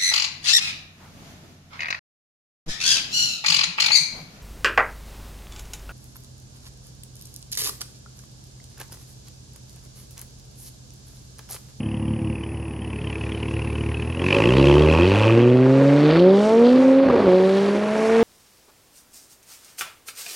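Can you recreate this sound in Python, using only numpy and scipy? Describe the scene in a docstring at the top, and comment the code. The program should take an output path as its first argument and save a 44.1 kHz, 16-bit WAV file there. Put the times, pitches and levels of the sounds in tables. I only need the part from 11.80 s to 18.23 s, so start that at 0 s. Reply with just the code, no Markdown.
"""Car pulls away

A four-cylinder car idles, revs up, pulls away and shifts up once while insects shrill in the grass.
Idle firings are filtered impulses; the driven note sums engine orders that swell and sink between muffler nulls.
Each firing spits a chirp in noise and rings the tailpipes; pulsed noise makes turbulence, gas roar and hiss.
The ignition stutters during the shift. Two filtered noises make the insects, a third a soft wash of air."""
import sys
import numpy as np
from scipy import signal
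from scipy.fft import rfft, irfft
from scipy.io import wavfile
from scipy.ndimage import uniform_filter1d

SR = 44100
rng = np.random.default_rng(int(sys.argv[2]) if len(sys.argv) > 2 else 0)


def store_pcm(level_fs):
    """Save levels as 16-bit WAV."""
    pcm = np.round(np.clip(level_fs, -1, 1) * 32767).astype(np.int16)
    wavfile.write(sys.argv[1], SR, np.atleast_2d(pcm).T)


N = 283563
T = np.arange(N) / SR  # seconds

# moments of the drive, in seconds
SETTLE_S, SETTLE_LENGTH_S = 0.52, 0.072  # the labouring idle calms down
OPEN_S, OPEN_LENGTH_S = 0.99, 0.38  # the idle turns raspier, as if an exhaust flap opens
THROTTLE_S, THROTTLE_RISE_S = 2.373, 0.13
GRIP_S, GRIP_LENGTH_S = 3.447, 0.14  # the clutch grips and the launch shudder ends
SHIFT_S, SHIFT_LENGTH_S = 5.24, 0.25  # the upshift drags the speed down to second gear


def amp(db):
    """Decibels to gain."""
    return 10 ** (np.asarray(db) / 20)


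def evened(x):
    """Scales to rms 1."""
    return x / np.sqrt(np.mean(x ** 2) + 1e-20)


def curve(rows):
    """The columns of a time table, one value a sample."""
    s, *columns = np.transpose(rows)
    return [np.interp(T, s, c) for c in columns]


def ramp(start, length):
    """Rises from 0 to 1 over a length in seconds, then holds."""
    return np.clip((T - start) / length, 0, 1)


def swell(s, half):
    """A smooth bump of height 1 around a moment."""
    return np.exp(-((T - s) / half) ** 2)


def shape(points, hz):
    """Gain of a spectrum table on a log-frequency axis."""
    f, db = np.transpose(points)
    return amp(np.interp(np.log(hz + 1), np.log(f + 1), db))


def colour(x, points):
    """Causal minimum-phase filter with the given spectrum; output rms 1."""
    log_gain = np.log(shape(points, abs(np.fft.fftfreq(8192, 1 / SR))))
    # the Hilbert transform of the log gain gives the minimum phase
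    ring = np.fft.ifft(np.exp(np.conj(signal.hilbert(log_gain)))).real[:4096]
    return evened(signal.oaconvolve(x, ring)[:N])


def noise():
    """White noise."""
    return rng.standard_normal(N)


def per_firing(turns):
    """One random value for each firing, joined by straight lines."""
    return np.interp(turns, np.arange(2048), rng.standard_normal(2048))


def puffs(turns, width, between, spread_db):
    """Noise that bursts once a firing, each burst with its own strength; width is in firing periods."""
    offset = (turns + .5) % 1 - .5
    gate = between + np.exp(-.5 * (offset / width) ** 2)
    power = uniform_filter1d(gate ** 2, size=4800)
    return noise() * gate / np.sqrt(power) * amp(spread_db * per_firing(turns))


def stages():
    """How far each stage of the drive holds, 0-1: flap open, throttle down, launching, shifting."""
    opened = ramp(OPEN_S, OPEN_LENGTH_S)
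    throttle = ramp(THROTTLE_S, THROTTLE_RISE_S)
    launching = throttle * (1 - ramp(GRIP_S, GRIP_LENGTH_S))
    shifting = ramp(SHIFT_S - .015, 0.053) * (1 - ramp(SHIFT_S + 0.17, 0.14))
    return opened, throttle, launching, shifting


def speed():
    """Firings per second: idle, the pull in first gear, the drop of the shift, a steady climb in second."""
    # Engine speed at idle and in first gear. Each row: time in seconds, firings per second.
    idle_speed = [(0, 36.07), (0.78, 36.89), (1.16, 35.4), (1.5, 36.56)]
    first_gear = [(2.18, 37.27), (2.46, 44.74), (2.78, 67.43), (2.92, 71.53), (3.15, 80.3), (3.38, 104.7),
                  (3.63, 120.7), (4.15, 143.4), (4.29, 152.5), (4.42, 178.8), (4.6, 205.6), (4.97, 258.2),
                  (5.24, 271.6)]
    second_gear_hz, climb_hz_per_s = 181.2, 52
    first, = curve(list(idle_speed) + list(first_gear))
    second = second_gear_hz + climb_hz_per_s * np.maximum(T - SHIFT_S - SHIFT_LENGTH_S, 0)
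    return first + (second - first) * ramp(SHIFT_S, SHIFT_LENGTH_S)


def idle(turns):
    """Separate, slightly uneven thumps; the boom drops as the engine settles, then swells and gains a honk."""
    # Colour of one idle firing, labouring and settled. Each row: frequency in Hz, level in dB.
    labouring_colour = [(36, -70), (73, -2.5), (110, 2), (146, -2), (182, -7), (219, 1), (255, -5),
                        (292, -14.5), (328, -1.5), (365, -37), (410, -13), (465, -41), (510, -13),
                        (700, -65)]
    settled_colour = [(36, -47), (73, 1.5), (110, 0.5), (146, -4.5), (182, -21), (219, -8), (255, -8.5),
                      (292, -23.5), (328, -2.5), (365, -21.5), (410, -12.5), (465, -28.5), (510, -19),
                      (700, -63)]
    skirt = [(1100, -78), (2500, -113)]  # continues both colours upwards
    honk_colour = [(250, -60), (370, -13), (425, 6), (470, -12.5), (520, -1), (620, -29.5), (1200, -58)]
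    labouring_db, settled_db, open_db, honk_db = -21, -29, 4.5, -37.5  # open_db is a rise

    opened, _, _, _ = stages()
    beats = np.diff(np.floor(turns + .11 + .008 * per_firing(turns)), prepend=0) > 0
    beats[0] = False
    thumps = beats * amp(.9 * per_firing(turns))
    push = -(thumps + .011 * puffs(turns, width=.3, between=.3, spread_db=1.2))
    settled = ramp(SETTLE_S, SETTLE_LENGTH_S)
    labouring = colour(push, list(labouring_colour) + skirt) * amp(labouring_db - 2.8 * (1 - ramp(0, 0.18)))
    calm = colour(push, list(settled_colour) + skirt) * amp(settled_db + open_db * ramp(OPEN_S, 0.91))
    honk = colour(push, honk_colour) * amp(honk_db)
    sound = (1 - settled) * labouring + settled * calm + opened * honk
    return sound * (1 - ramp(2.19, 0.6))


def rasp(turns, rate):
    """Each firing spits a brief chirp with its own pitch, wrapped in noise; faster firings are crisper."""
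    # Colour of the spitting noise. Each row: frequency in Hz, level in dB.
    spit_colour = [(500, -25), (800, -11.5), (1050, 1), (1300, -21), (1900, -4.5), (2250, -6), (2550, 5.5),
                   (2950, -8), (3350, -12), (3900, -36), (5000, -22), (8000, -38), (14000, -51)]
    # Idle firings that spit harder or softer than the rest. Each row: time in seconds, extra level in dB.
    hard_spits = [(0.636, 8), (1.521, 2), (1.630, 4.5), (1.874, 5), (1.982, -1), (2.222, 5.5)]
    idle_db, open_db, throttle_db, sag_db = -48.5, 8, 16.5, 5.5  # at idle, then two rises and a drop
    labouring_db, labouring_hz = 1.5, 100  # the rasp is louder and higher until the idle settles
    fade_db_per_s = 39.5  # once the car rolls

    opened, throttle, _, _ = stages()
    labouring = 1 - ramp(SETTLE_S, SETTLE_LENGTH_S)
    firing = np.round(turns - .03)
    age = (turns - .03 - firing) / rate  # seconds from the centre of the spit
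    width = 0.0021 * (36 / rate) ** 0.77  # seconds
    gate = np.exp(-.5 * (age / width) ** 2) / np.sqrt(rate * width)
    hard_db = sum(db * swell(s, .012) for s, db in hard_spits)
    strength = amp(1.7 * np.clip(per_firing(firing), -2, 1.5) + hard_db)

    pitch = 2720 + 190 * per_firing(firing) + 150 * ramp(2.4, 0.25) + labouring_hz * labouring
    glide = 25000 + 25000 * per_firing(firing)  # the pitch usually falls within a chirp
    start_phase = 3 * per_firing(firing)
    chirp = evened(gate * np.cos(2 * np.pi * (pitch - glide * age) * age + start_phase))
    spit = colour(noise() * (gate + 0.29), spit_colour)
    sound = (amp(-2.0 + 1.1 * throttle) * spit + amp(-3.5 - 1.4 * throttle) * chirp) * strength

    level_db = idle_db + open_db * opened + throttle_db * throttle + labouring_db * labouring
    level_db = level_db - sag_db * ramp(THROTTLE_S + THROTTLE_RISE_S, 0.37)
    return sound * amp(level_db - fade_db_per_s * np.maximum(T - GRIP_S, 0))


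def knock(turns):
    """Firings strike the tailpipes, which ring near a kilohertz in uneven groups, hardest under launch load."""
    # Ring of the tailpipes. Each row: frequency in Hz, width in Hz, level in dB.
    tailpipe_modes = [(940, 216, -1), (1070, 210, -5.5)]
    idle_db, open_db, launch_db = -28, 4, 18.5  # at idle, then what each stage adds

    opened, _, launching, _ = stages()
    single_db = 4 * np.clip(per_firing(turns), -2, 1.5)
    group_db = 5 * np.clip(per_firing(turns / 3), -2, 1)  # drifts over three firings
    blows = np.diff(np.floor(turns + 0.1416), prepend=0) * amp(single_db + group_db)
    t = T[:SR // 10]
    ring = np.zeros(len(t))
    for hz, width, db in tailpipe_modes:
        envelope = width * t * np.exp(-np.pi * width * t)
        ring += amp(db) * envelope * np.sin(2 * np.pi * hz * t)
    level_db = idle_db + open_db * opened + launch_db * launching
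    return signal.oaconvolve(blows, ring)[:N] * amp(level_db)


def outdoors():
    """A shrill insect chorus of narrow noise, a little to the left, over a soft wash of air."""
    # Level of the insect chorus. Each row: time in seconds, level in dB.
    chorus_db = [(0.0, -55.5), (2.45, -54), (3.45, -60.5), (3.65, -68), (5.3, -68), (6.43, -57.5)]
    # Colours of the nearer insects and of the air. Each row: frequency in Hz, level in dB.
    near_colour = [(6000, -32.5), (8200, -25), (8900, -11.5), (9500, -6.5), (9900, 5.5), (10300, -5),
                   (10800, -19.5), (13000, -54)]
    air_colour = [(25, -22), (60, -8), (200, 13), (600, -3.5), (950, -2), (1400, -16.5), (1900, -12),
                  (3000, -17.5), (3900, -34), (5000, -25), (8000, -39), (12000, -46.5), (15000, -55)]
    wide_colour = [(7000, -23.5), (8400, 7), (9000, -30.5), (9500, 29.5), (10000, -18), (12000, -43)]

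    near = colour(noise(), near_colour) * np.array([[1.15], [.85]])
    # opposite signs left and right widen the chorus
    wide = colour(noise(), wide_colour) * np.array([[1.2], [-.7]])
    chorus = (near + amp(-4.0) * wide) * amp(curve(chorus_db)[0])
    return chorus + amp(-37.5) * colour(noise(), air_colour)


def scatter(x, t60):
    """Faint, dull reflections from the road, trees and buildings: sparse decaying taps, different on each side."""
    t = T[:SR // 2]
    taps = rng.standard_normal((2, len(t))) * (rng.random((2, len(t))) < .05)
    taps = taps * amp(-60 * t / t60) * (t > .004)
    taps = signal.lfilter([1], [1, -.5], taps)  # dulls the treble
    return signal.fftconvolve(x[None], taps / np.linalg.norm(taps[0]), axes=1)[:, :N]


def flow(turns):
    """Gas leaving the tailpipes roars and hisses in time with the firings; a smoother fizz lies on top."""
    # Colours of the three noises. 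Each row: frequency in Hz, level in dB.
    roar_colour = [(300, -19), (650, 8.5), (1100, 5), (1500, 4), (2400, 1), (3200, -8.5), (4500, -12.5),
                   (8000, -72.5), (14000, -82.5)]
    hiss_colour = [(1500, -39), (2800, 6), (3600, 6), (4600, 4.5), (5600, -12), (8000, -41)]
    fizz_colour = [(3500, -5.5), (5500, 8.5), (7000, 3), (9000, -1.5), (10500, -8.5), (12000, -13),
                   (15000, -26.5)]
    # Course of the roar, ahead of the offsets below. Each row: time in seconds, level in dB.
    roar_course = [(2.38, -46.5), (2.5, -40.5), (3.47, -32), (3.69, -42), (4.39, -32), (4.4, -40.5),
                   (6.02, -37.5), (6.43, -32)]
    # Course of the treble, ahead of the offsets. Each row: time in seconds, hiss in dB, fizz in dB.
    treble_course = [(2.38, -49, -59), (2.47, -43, -50.5), (3.46, -40, -50.5), (3.74, -53, -59.5),
                     (4.07, -48.5, -51.5), (4.35, -36, -54.5), (4.47, -44, -60.5), (4.64, -42, -46),
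                     (4.83, -50.5, -54), (4.86, -38, -53.5), (5.1, -52.5, -52.5), (5.21, -48, -62),
                     (5.8, -41.5, -49.5), (6.03, -52, -53.5), (6.26, -49, -46), (6.43, -46, -48)]

    opened, throttle, launching, _ = stages()
    roar_db, = curve(roar_course)
    hiss_db, fizz_db = curve(treble_course)
    steady = 3 * (1 - throttle)  # at idle the hiss hardly pulses
    roar = colour(puffs(turns, width=0.28, between=0.98, spread_db=2.0), roar_colour)
    hiss = colour(puffs(turns, width=0.13, between=0.48 + steady, spread_db=3.0), hiss_colour)
    fizz = colour(puffs(turns, width=0.27, between=1.0 + steady, spread_db=1.5), fizz_colour)
    sound = roar * amp(roar_db + 4.5 - 4.2 * launching)
    sound += hiss * amp(hiss_db + 1.45 - 9 * (1 - throttle))
    sound += fizz * amp(fizz_db + 2.5)
    return sound * opened * amp(-5 * (1 - throttle))


def pipe(hz):
    """Complex response of the hot exhaust pipe: a sum of resonances."""
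    # Modes of the pipe. Each row: frequency in Hz, width in Hz, level in dB.
    modes = [(281, 11, 9), (364.7, 17, 8.5), (456, 9.2, 9.5), (547, 10, 11), (635, 22, -8.5),
             (780, 19, -5.5), (885, 41, -8), (1060, 120, -9.5)]
    return sum(amp(db) * hz * width / (hz * width + 1j * (hz ** 2 - f ** 2)) for f, width, db in modes)


def muffler(hz):
    """Complex gain of the exhaust for a tone: a broad hump cut by nulls."""
    # Broad response of the exhaust to the firings. Each row: frequency in Hz, level in dB.
    hump = [(45.0, -33), (80.0, -8.5), (135.0, -7.5), (200.0, -5), (260.0, -1), (360.0, 4.5), (560.0, 7.5),
            (660.0, -7), (770.0, -24.5), (890.0, -29), (1100.0, -38.5), (2000.0, -55.5)]
    # Tones that cancel in the muffler. Each row: frequency in Hz, width in Hz, depth in dB.
    nulls = [(221, 17.3, -10.5), (322.2, 18.3, -10.5), (424, 68.4, -19), (511.3, 51, -13.5),
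             (600, 83, -16.5), (694, 27, -13)]
    dips = [(1j * (hz - f) + width * amp(db)) / (1j * (hz - f) + width) for f, width, db in nulls]
    return shape(hump, hz) * np.prod(dips, axis=0)


def exhaust(turns, rate):
    """Firing orders sweep past the muffler's nulls, over turbulence that rings the pipe's modes."""
    # Course of the engine note. Each row: time in seconds, level in dB.
    load = [(2.4, -18), (2.55, -14.5), (2.78, -8.5), (3.05, -8.5), (3.18, -11.5), (3.45, -11), (3.56, -10),
            (4.3, -12.5), (4.7, -9.5), (4.95, -10), (5.22, -13), (5.35, -15), (5.55, -16), (6.05, -15.5),
            (6.4, -10)]
    # Bite of the orders above about 700 Hz. Each row: time in seconds, level in dB.
    bite = [(2.4, -5), (3.6, 0), (4.3, 1), (4.72, 10), (4.95, -3), (5.24, -1), (5.5, 8.5), (6.43, 1)]
    # Bands that boom or thin under launch load. Each row: centre in Hz, width in Hz, level in dB.
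    launch_colour = [(134, 17.6, 3.5), (259, 65, -4), (360, 24.5, 6), (760, 110, -3)]
    # Ignition cuts during the upshift. Each row: time in seconds, half length in seconds.
    cuts = [(5.249, 0.0037), (5.274, 0.0051), (5.291, 0.0037), (5.32, .004), (5.353, 0.0025),
            (5.377, 0.002), (5.398, 0.0035), (5.437, 0.0038), (5.465, 0.0024)]
    gas_colour = [(30, -8.5), (70, 0), (1500, 1.5), (5000, -10.0), (12000, -34)]
    rush_colour = [(25, -24.5), (70, -22.0), (150, -10.0), (300, -2.0), (450, 6), (560, 7), (680, -12.5),
                   (1100, -7.5), (2000, -33.5), (5000, -57)]
    thump_colour = [(25, -55), (45, -22), (72, 0), (110, 0), (200, -12), (600, -50)]
    tilt_launch_db, tilt_rolling_db = 5, 0.42  # fall of the orders per octave
    rough_rolling, rough_launch, rough_shift = .04, .05, .22  # unevenness: a base, then what stages add
    lope_share = 0.94  # strong-weak alternation of the firings, as a share of the unevenness
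    stumble_s, stumble_half_s, stumble_lope = 4.36, 0.05, .13  # a brief lope as the revs pick up
    turbulence_db, turbulence_launch_db, turbulence_shift_db = -27, 2.5, 10.5  # a base, then additions
    turbulence_fade_db_per_s = 5  # from the shift on

    _, _, launching, shifting = stages()
    load_db, = curve(load)
    bite_db, = curve(bite)
    tilt_db = tilt_launch_db + (tilt_rolling_db - tilt_launch_db) * ramp(GRIP_S, 1.25)
    rough = rough_rolling + rough_launch * launching + rough_shift * shifting
    phase = 2 * np.pi * (turns + .17 * rough * per_firing(turns))
    note = np.zeros(N)
    for k in range(1, 15):
        hz = k * rate
        band_db = sum(db * np.exp(-((hz - f) / width) ** 2) for f, width, db in launch_colour)
        upper = np.clip((hz - 620) / 160, 0, 1)
        order_db = load_db - tilt_db * np.log2(k) + launching * band_db + upper * bite_db
        gain = muffler(hz) * amp(order_db)
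        # the exhaust delays low tones more than high ones, which spreads each pulse
        lag = 3 * np.log(hz / 130)
        note += (gain * np.exp(1j * (k * phase - lag))).real
    # unlike cylinders add half orders
    lope = lope_share * rough + stumble_lope * swell(stumble_s, stumble_half_s)
    note *= np.sqrt(2) * (1 + rough * per_firing(turns) + lope * np.cos(np.pi * turns))

    gas = colour(puffs(turns, width=0.49, between=0.46, spread_db=4.3), gas_colour)
    # padding to twice the length keeps the ring from wrapping round
    spectrum = rfft(gas, 2 * N) * pipe(np.fft.rfftfreq(2 * N, 1 / SR))
    ringing = evened(irfft(spectrum)[:N])
    rush = colour(gas, rush_colour)
    churn_db = turbulence_db + turbulence_launch_db * launching + turbulence_shift_db * shifting
    churn_db = churn_db - 8 * (1 - ramp(THROTTLE_S, 0.19))
    churn_db = churn_db - turbulence_fade_db_per_s * np.maximum(T - SHIFT_S, 0)
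    churn = amp(churn_db) * (amp(-1.5) * ringing + amp(-4.0) * rush)

    cut = np.minimum(sum(swell(s, half) for s, half in cuts), 1)
    # each break in the gas flow during the shift leaves a low thump
    thumps = amp(-55) * colour(cut, thump_colour)
    return (note * amp(0.26) + churn) * (1 - 0.49 * cut) * ramp(2.32, 0.11) + thumps


def scene():
    """One crankshaft drives every layer of the car."""
    rate = speed()
    turns = np.cumsum(rate) / SR + .8  # counts firings
    bright = rasp(turns, rate) + knock(turns) + flow(turns)
    car = idle(turns) + exhaust(turns, rate) + bright
    lean_db = -.3 * ramp(THROTTLE_S, 0.17)  # the moving car is a little to the right
    direct = car + amp(-17.5) * scatter(bright, t60=0.062)[0]
    placed = direct * amp(np.array([lean_db, -lean_db]))
    return placed + amp(-31.0) * scatter(car, t60=1.0) + outdoors()


def record(dry):
    """A steep low-pass limits the band."""
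    edge_hz = 15050
    low_pass = signal.firwin(511, edge_hz, window=("kaiser", 9), fs=SR)
    return signal.oaconvolve(dry, low_pass[None], "same")


dry = scene()
out = record(dry)
store_pcm(out)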